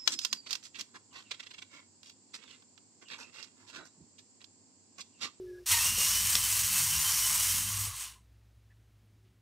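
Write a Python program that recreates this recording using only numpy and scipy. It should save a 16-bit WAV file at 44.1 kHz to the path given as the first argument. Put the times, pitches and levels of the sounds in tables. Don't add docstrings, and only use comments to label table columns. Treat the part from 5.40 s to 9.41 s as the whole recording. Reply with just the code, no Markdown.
import sys
import numpy as np
from scipy import signal
from scipy.fft import rfft, irfft, next_fast_len
from scipy.io import wavfile
from scipy.ndimage import uniform_filter1d

SR = 44100
rng = np.random.default_rng(int(sys.argv[2]) if len(sys.argv) > 2 else 0)


def store_wav(level_fs):
    pcm = np.round(np.clip(np.atleast_2d(level_fs), -1, 1) * 32767)
    wavfile.write(sys.argv[1], SR, pcm.T.astype(np.int16))


def magnitude_from_level(level_db):
    exponent = np.asarray(level_db, float) / 20
    return 10 ** exponent


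N = 177061
TIME = np.arange(N) / SR
START_S = .26


def noise():
    return rng.standard_normal(N)


def level(x, db):
    return x * magnitude_from_level(db) / np.sqrt(np.mean(x ** 2))


def curves(table, quiet_db=-130):
    s, *columns = np.transpose(table)
    gate_times = [s[0] - .004, s[0], s[-1], s[-1] + .03]
    gate_db = np.interp(TIME, gate_times, [quiet_db, 0, 0, quiet_db])
    return [np.interp(TIME, s, c) for c in columns] + [magnitude_from_level(gate_db)]


def colour(x, points):
    hz, db = np.transpose(points)
    size = next_fast_len(N)
    f = np.arange(size // 2 + 1) * SR / size + 1
    gain = magnitude_from_level(np.interp(np.log(f), np.log(hz), db))
    return irfft(rfft(x, size) * gain, size)[:N]


def ring(x, hz, width_hz):
    return signal.lfilter(*signal.iirpeak(hz, hz / width_hz, fs=SR), x)


def band(x, lo_hz, hi_hz):
    return signal.sosfilt(signal.butter(2, [lo_hz, hi_hz], "band", fs=SR, output="sos"), x)


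def tilt(x, lo_hz, hi_hz, db):
    edges = [(.9 * lo_hz, -40), (lo_hz, 0), (hi_hz, 0), (1.1 * hi_hz, -40)]
    return colour(x, edges) * (magnitude_from_level(db) - 1)


def walk(rate):
    hold = max(int(SR / rate / 16), 1)
    coarse = np.repeat(rng.standard_normal(N // (16 * hold) + 2), hold)
    coarse = uniform_filter1d(uniform_filter1d(coarse, hold), hold)
    return 1.3 * np.interp(np.arange(N) / 16, np.arange(len(coarse)), coarse)


def tone(hz, wobble, rate):
    return 2 * np.pi * np.cumsum(hz * (1 + wobble * walk(rate))) / SR


def swell(s, length):
    return np.cos(np.pi / 2 * np.clip((TIME - s) / (length / 2), -1, 1))


# (frequency [Hz], density [dB per Hz])
HOUSE_SPECTRUM = [(30, -11.5), (60, 6.5), (85, 10.5), (125, 7.5), (150, 0.5), (175, 2.5), (240, -2),
                  (380, -5), (460, -9.5), (1000, -13.5), (2500, -14.5), (6500, -20.5), (11000, -24.5),
                  (14500, -26)]


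def house():
    fade_db = -11 * np.maximum(TIME - 2.95, 0)
    low_db = -62.5 + fade_db - 6 * (TIME < START_S)
    low = magnitude_from_level(low_db + 3.0 + 1.5 * walk(8)) * np.sin(tone(58.5, 0.017, 8.7))
    high = magnitude_from_level(-66.5 + 2.0 + 2.2 * walk(16)) * np.sin(tone(107.5, .012, 11))
    hiss = colour(noise(), HOUSE_SPECTRUM)
    hiss *= magnitude_from_level(-72.5) / np.std(band(hiss, 130, 16000))
    return low + high + hiss * magnitude_from_level(0.68 * walk(3))


# (time [s], whine [Hz], level [dB])
RUN_DOWN = [(0.0, 376, -42), (0.042, 366, -44.5), (0.138, 360.5, -46), (0.228, 357, -53),
            (0.27, 356.4, -78)]
# (frequency [Hz], density [dB per Hz])
EARLY_HISS_SPECTRUM = [(600, -21), (1200, -4), (2500, -3), (4500, -1), (5600, 2.5), (6600, -3.5), (14500, -9),
                       (16000, -22)]


def far_machine():
    hz, db, gate = curves(RUN_DOWN)
    partner = magnitude_from_level(-15) * np.sin(tone(1.118 * hz, .003, 30))
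    whine = magnitude_from_level(db + 3 + 1.0 * walk(33)) * (np.sin(tone(hz, 0.0019, 29)) + partner)
    early_hiss = level(colour(noise(), EARLY_HISS_SPECTRUM), -71)
    return gate * (whine + early_hiss)


# (start #
# [s], length [s], frequency [Hz], width [Hz], level [dB])
FAINT_SQUEAKS = [(0, .24, 500, 120, -70), (.063, .052, 1690, 30, -64), (.122, .082, 1670, 30, -64),
                 (.14, .05, 1520, 60, -73), (.23, .03, 2900, 200, -79), (.3, .06, 2050, 250, -42),
                 (2.28, .28, 1100, 200, -54), (2.58, .12, 2850, 400, -59), (2.58, .12, 1040, 120, -63),
                 (2.7, .1, 1040, 70, -69), (3.295, .04, 1780, 220, -71), (3.3, .03, 2700, 600, -81),
                 (3.6, .45, 200, 90, -78), (3.78, .18, 370, 12, -80), (3.84, .06, 2500, 2500, -80)]


def squeaks():
    out = np.zeros(N)
    for s, length, hz, width_hz, db in FAINT_SQUEAKS:
        shape = np.clip(np.minimum(TIME - s, s + length - TIME) / .012, 0, 1)
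        if width_hz < 40:
            sound = np.sin(tone(hz, width_hz / hz / 2, 90)) * magnitude_from_level(2.5 * walk(130))
        else:
            sound = ring(ring(noise(), hz, width_hz), hz, 2 * width_hz)
        out += shape * level(sound, db)
    return out


# (time [s], rattle level [dB])
MOTOR_EFFORT = [(.259, -50), (.263, -36), (.317, -24), (.365, -29.5), (.54, -32.5), (.6, -29.5),
                (.93, -29.5), (1.0, -32.5), (1.06, -30), (2.1, -29.5), (2.35, -35.5), (2.41, -31.5),
                (2.49, -37), (2.53, -43.5), (2.62, -40), (2.73, -56), (2.77, -68), (2.86, -92)]
# (frequency [Hz], density [dB per Hz])
RATTLE_SPECTRUM = [(324, -28), (500, -25.5), (720, -21), (1050, -9.5), (1350, -10.5), (1850, -8),
                   (2430, -6), (2990, -3), (3400, -6.5), (4200, -5), (6070, -1.5), (8280, -1.5),
                   (14400, -3.5), (15600, -7)]
# (frequency [Hz], width [Hz], level [dB])
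FRAME_MODES = [(1010, 310, -2.5), (1500, 60, -16.5), (2036, 120, -7.5), (4460, 220, -12.5), (5750, 720, -2),
               (6800, 300, -6), (8250, 680, -1), (9640, 300, -8), (11900, 330, -14.5)]
# (frequency [Hz], level over the rattle [dB])
TOOTH_ORDERS = [(4500, -28), (5150, -22), (5750, -20), (6700, -21), (8150, -17.5), (9700, -18.5),
                (12200, -22)]


def gears():
    rattle_db, gate = curves(MOTOR_EFFORT)
    strength_db = 1.1 * np.minimum(rng.exponential(size=N), 4)
    blows = noise() * magnitude_from_level(strength_db) * (rng.random(N) < .35)
    blows = level(blows * magnitude_from_level(0.96 * walk(14) + 0.61 * walk(250)), 0)
    modes = np.zeros(N)
    for hz, width_hz, db in FRAME_MODES:
        modes += magnitude_from_level(db + 3.1 * walk(12) + 2.0 * walk(2.5)) * ring(blows, hz, width_hz)
    body = colour(blows + 0.91 * modes, RATTLE_SPECTRUM)
    body /= np.std(band(body, 4000, 11000))

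    drift = .012 * walk(3)
    for hz, db in TOOTH_ORDERS:
        body += magnitude_from_level(db + 3.8 * walk(18)) * np.sin(tone(hz * (1 + drift), .012, 40))

    coast_db = np.clip(-31 - rattle_db, 0, 27) * (TIME > 1)
    launch = np.exp(-np.abs(TIME - START_S) / .4)
    # (low [Hz], high [Hz], change per dB of coasting, change at launch [dB])
    bands = (350, 2100, 0.27, 2.5), (2300, 4400, .25, 5), (11500, 17000, -0.25, -0.5)
    body += sum(tilt(body, lo, hi, k * coast_db + db * launch) for lo, hi, k, db in bands)
    return body * magnitude_from_level(rattle_db) * gate


# (frequency [Hz], density [dB per Hz])
MAT_SPECTRUM = [(25, -27.5), (40, -6), (54, 4.5), (70, -2.5), (97, 3), (130, -7), (200, -5.5), (260, -14),
                (295, -30), (500, -50)]
# (centre [s], length [s], frequency [Hz], level [dB])
RIDGE_HUMS = [(.35, .12, 90, -43.5), (0.462, .08, 106.5, -47), (.52, .08, 84.2, -44),
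              (0.882, .13, 93.1, -42.5), (1.1, 0.2, 102.1, -48.5), (1.472, 0.27, 102.5, -46),
              (1.57, .1, 69.9, -42), (1.693, 0.091, 96, -47), (2.084, 0.21, 97, -43),
              (2.36, .36, 101.3, -41), (1.43, 0.14, 152, -48), (1.57, 0.22, 152.3, -48),
              (1.752, .08, 150, -52), (1.952, 0.28, 147.2, -59.5)]


def wheels():
    upper_from_s, roll_end_s = .42, 2.45
    spin_up = (TIME - START_S) / 0.07
    run_out = (roll_end_s - TIME) / 0.17 + 1
    rolling = np.clip(np.minimum(spin_up, run_out), 0, 1)
    lurch_db = 6 * swell(upper_from_s + .1, .3)
    at_speed = (TIME > upper_from_s) & (TIME < roll_end_s)
    upper_db = np.where(at_speed, -9 + .6 * lurch_db, -24) + 2.6 * walk(9)
    rumble = level(colour(noise(), MAT_SPECTRUM), -1.3)
    rumble += tilt(rumble, 160, 300, upper_db + 6.0)
    rumble *= magnitude_from_level(-49 + .4 * lurch_db + 2.2 * walk(16))
    hums = sum(magnitude_from_level(db) * swell(s, length) * np.sin(tone(hz, .01, 24)) for s, length, hz, db in RIDGE_HUMS)
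    return rolling * rumble + hums


# (time [s], pitch [Hz], level [dB], fundamental relative to it [dB])
MOTOR_STRAIN = [(.295, 1150, -51.5, -18.5), (.312, 1060, -45.5, -21), (.325, 960, -40.5, -12.5),
                (.345, 935, -35, 4.5), (.36, 937, -44, 0), (.385, 916, -43, -0.5), (.41, 920, -58.5, 4)]
# (multiple of the pitch, level [dB])
STRAIN_HARMONICS = [(2, 3), (3, -4), (4, -1), (6, -2), (9, -1)]


def strain():
    hz, db, first_db, gate = curves(MOTOR_STRAIN)
    phase = tone(hz, .008, 150)
    upper = sum(magnitude_from_level(d + 3 * walk(70)) * np.sin(k * phase) for k, d in STRAIN_HARMONICS)
    return magnitude_from_level(db) * gate * (magnitude_from_level(first_db) * np.sin(phase) + upper)


# (time [s], mesh frequency [Hz])
MESH_SPEED_A = [(.395, 2555), (.415, 2690), (.445, 2750), (.48, 2850), (.65, 2830), (.71, 2970),
                (1.02, 3063), (1.2, 2990), (1.66, 3086), (2.13, 3052), (2.31, 3105)]
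MESH_SPEED_B = [(.45, 2643), (1.18, 2714), (1.4, 2640), (1.55, 2807), (1.76, 2830), (1.84, 2980),
                (2.02, 2913), (2.1, 2787), (2.4, 2797)]
# (centre [s], length [s], level [dB])
TOOTH_BITES_A = [(0.43, 0.13, -32.5), (.51, 0.075, -37), (0.623, 0.14, -36.5), (.76, .18, -36.5),
                 (.9, 0.11, -44.5), (1.029, 0.098, -39.5), (1.15, .1, -45), (1.4, .22, -50.5),
                 (1.53, .07, -45), (1.67, 0.1, -38.5), (2.12, .08, -46), (2.243, 0.13, -43)]
TOOTH_BITES_B = [(1.18, .12, -44), (1.38, .18, -44), (1.56, .18, -44), (1.84, 0.068, -31),
                 (1.94, 0.056, -41), (2.02, 0.095, -38.5)]


def mesh(speed, db, bites):
    hz, gate = curves(speed)
    phase = tone(hz, .0065, 70)
    beat_db = -3 + 2.0 * walk(45)
    load = magnitude_from_level(db) + sum(magnitude_from_level(bite_db) * swell(s, length) for s, length, bite_db in bites)
    return load * magnitude_from_level(beat_db) * gate * (np.sin(phase) + 0.38 * np.sin(2 * phase))


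# (time [s], peak [dB], low [Hz], high [Hz], decay time T60 [s])
CHASSIS_KNOCKS = [
    (.43, -55, 597, 900, .05),
    (.452, -42, 447, 940, .06),
    (.578, -38.5, 393, 750, 0.056),
    (0.599, -44.5, 404, 590, 0.055),
    (.953, -37, 270, 950, 0.048),
    (1.894, -54, 450, 800, 0.055),
    (2.47, -55, 418, 640, .06),
]


def knocks():
    out = np.zeros(N)
    t = TIME[:4096]
    for s, db, lo_hz, hi_hz, t60 in CHASSIS_KNOCKS:
        thud = band(rng.standard_normal(len(t)) * magnitude_from_level(-60 * t / t60), lo_hz, hi_hz)
        out[int(s * SR):][:len(t)] += magnitude_from_level(db) * thud / np.max(np.abs(thud))
    return out


# (time [s], peak [dB], frequency [Hz], decay time T60 [s])
SNAP_MODES = [
    (.9532, -9, 3400, .004),
    (.9532, -13, 4300, .004),
    (.9533, -12, 5300, .006),
    (.9535, -18, 7600, .01),
    (.9545, -16, 5600, .013),
    (.9547, -21, 3900, .012),
    (.9533, -23, 14300, .007),
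]


def snap():
    out = np.zeros(N)
    t = TIME[:4096]
    for s, db, hz, t60 in SNAP_MODES:
        attack = np.minimum(t * hz * 1.5, 1)
        out[int(s * SR):][:len(t)] += magnitude_from_level(db - 60 * t / t60) * np.sin(2 * np.pi * hz * t) * attack
    return out


def room(x):
    t60 = 0.18
    t = TIME[:SR // 2]
    diffuse = rng.standard_normal(len(t)) * (t > .004)
    dull = signal.lfilter([.3], [1, -.7], diffuse)
    tail = dull * magnitude_from_level(-60 * t / t60) + (diffuse - dull) * magnitude_from_level(-60 * t / (0.42 * t60))
    tail /= np.sqrt(np.sum(tail ** 2))
    return x + magnitude_from_level(-9.5) * signal.fftconvolve(x, tail)[:N]


def scene():
    robot = gears() + strain() + knocks() + snap()
    robot += mesh(MESH_SPEED_A, -48, TOOTH_BITES_A) + mesh(MESH_SPEED_B, -51.5, TOOTH_BITES_B)
    mono = house() + far_machine() + squeaks() + wheels() + room(robot) * magnitude_from_level(-1.0)
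    return np.array([mono, mono])


def low_pass(x):
    return signal.sosfilt(signal.butter(12, 16670, fs=SR, output="sos"), x)


# (centre [s], low [Hz], high [Hz], level [dB])
SIDE_BANDS = [(.478, 13100, 14500, -50), (1.524, 8250, 9700, -41), (1.525, 12500, 13800, -43),
              (1.615, 5750, 6850, -41), (1.711, 4660, 5760, -49), (1.711, 6300, 7600, -44),
              (2.174, 10420, 12370, -44)]


def record(dry):
    side = np.zeros(N)
    for s, lo_hz, hi_hz, db in SIDE_BANDS:
        edges = [(.99 * lo_hz, -90), (lo_hz, 0), (hi_hz, 0), (1.01 * hi_hz, -90)]
        side += swell(s, .04) * level(colour(noise(), edges), db + 2.5)
    top_hz = 15650
    cut = np.array([colour(x, [(top_hz, 0), (top_hz + 60, -90)]) for x in dry])
    return low_pass(cut + np.array([side, -side]))


dry = scene()
out = record(dry)
store_wav(out)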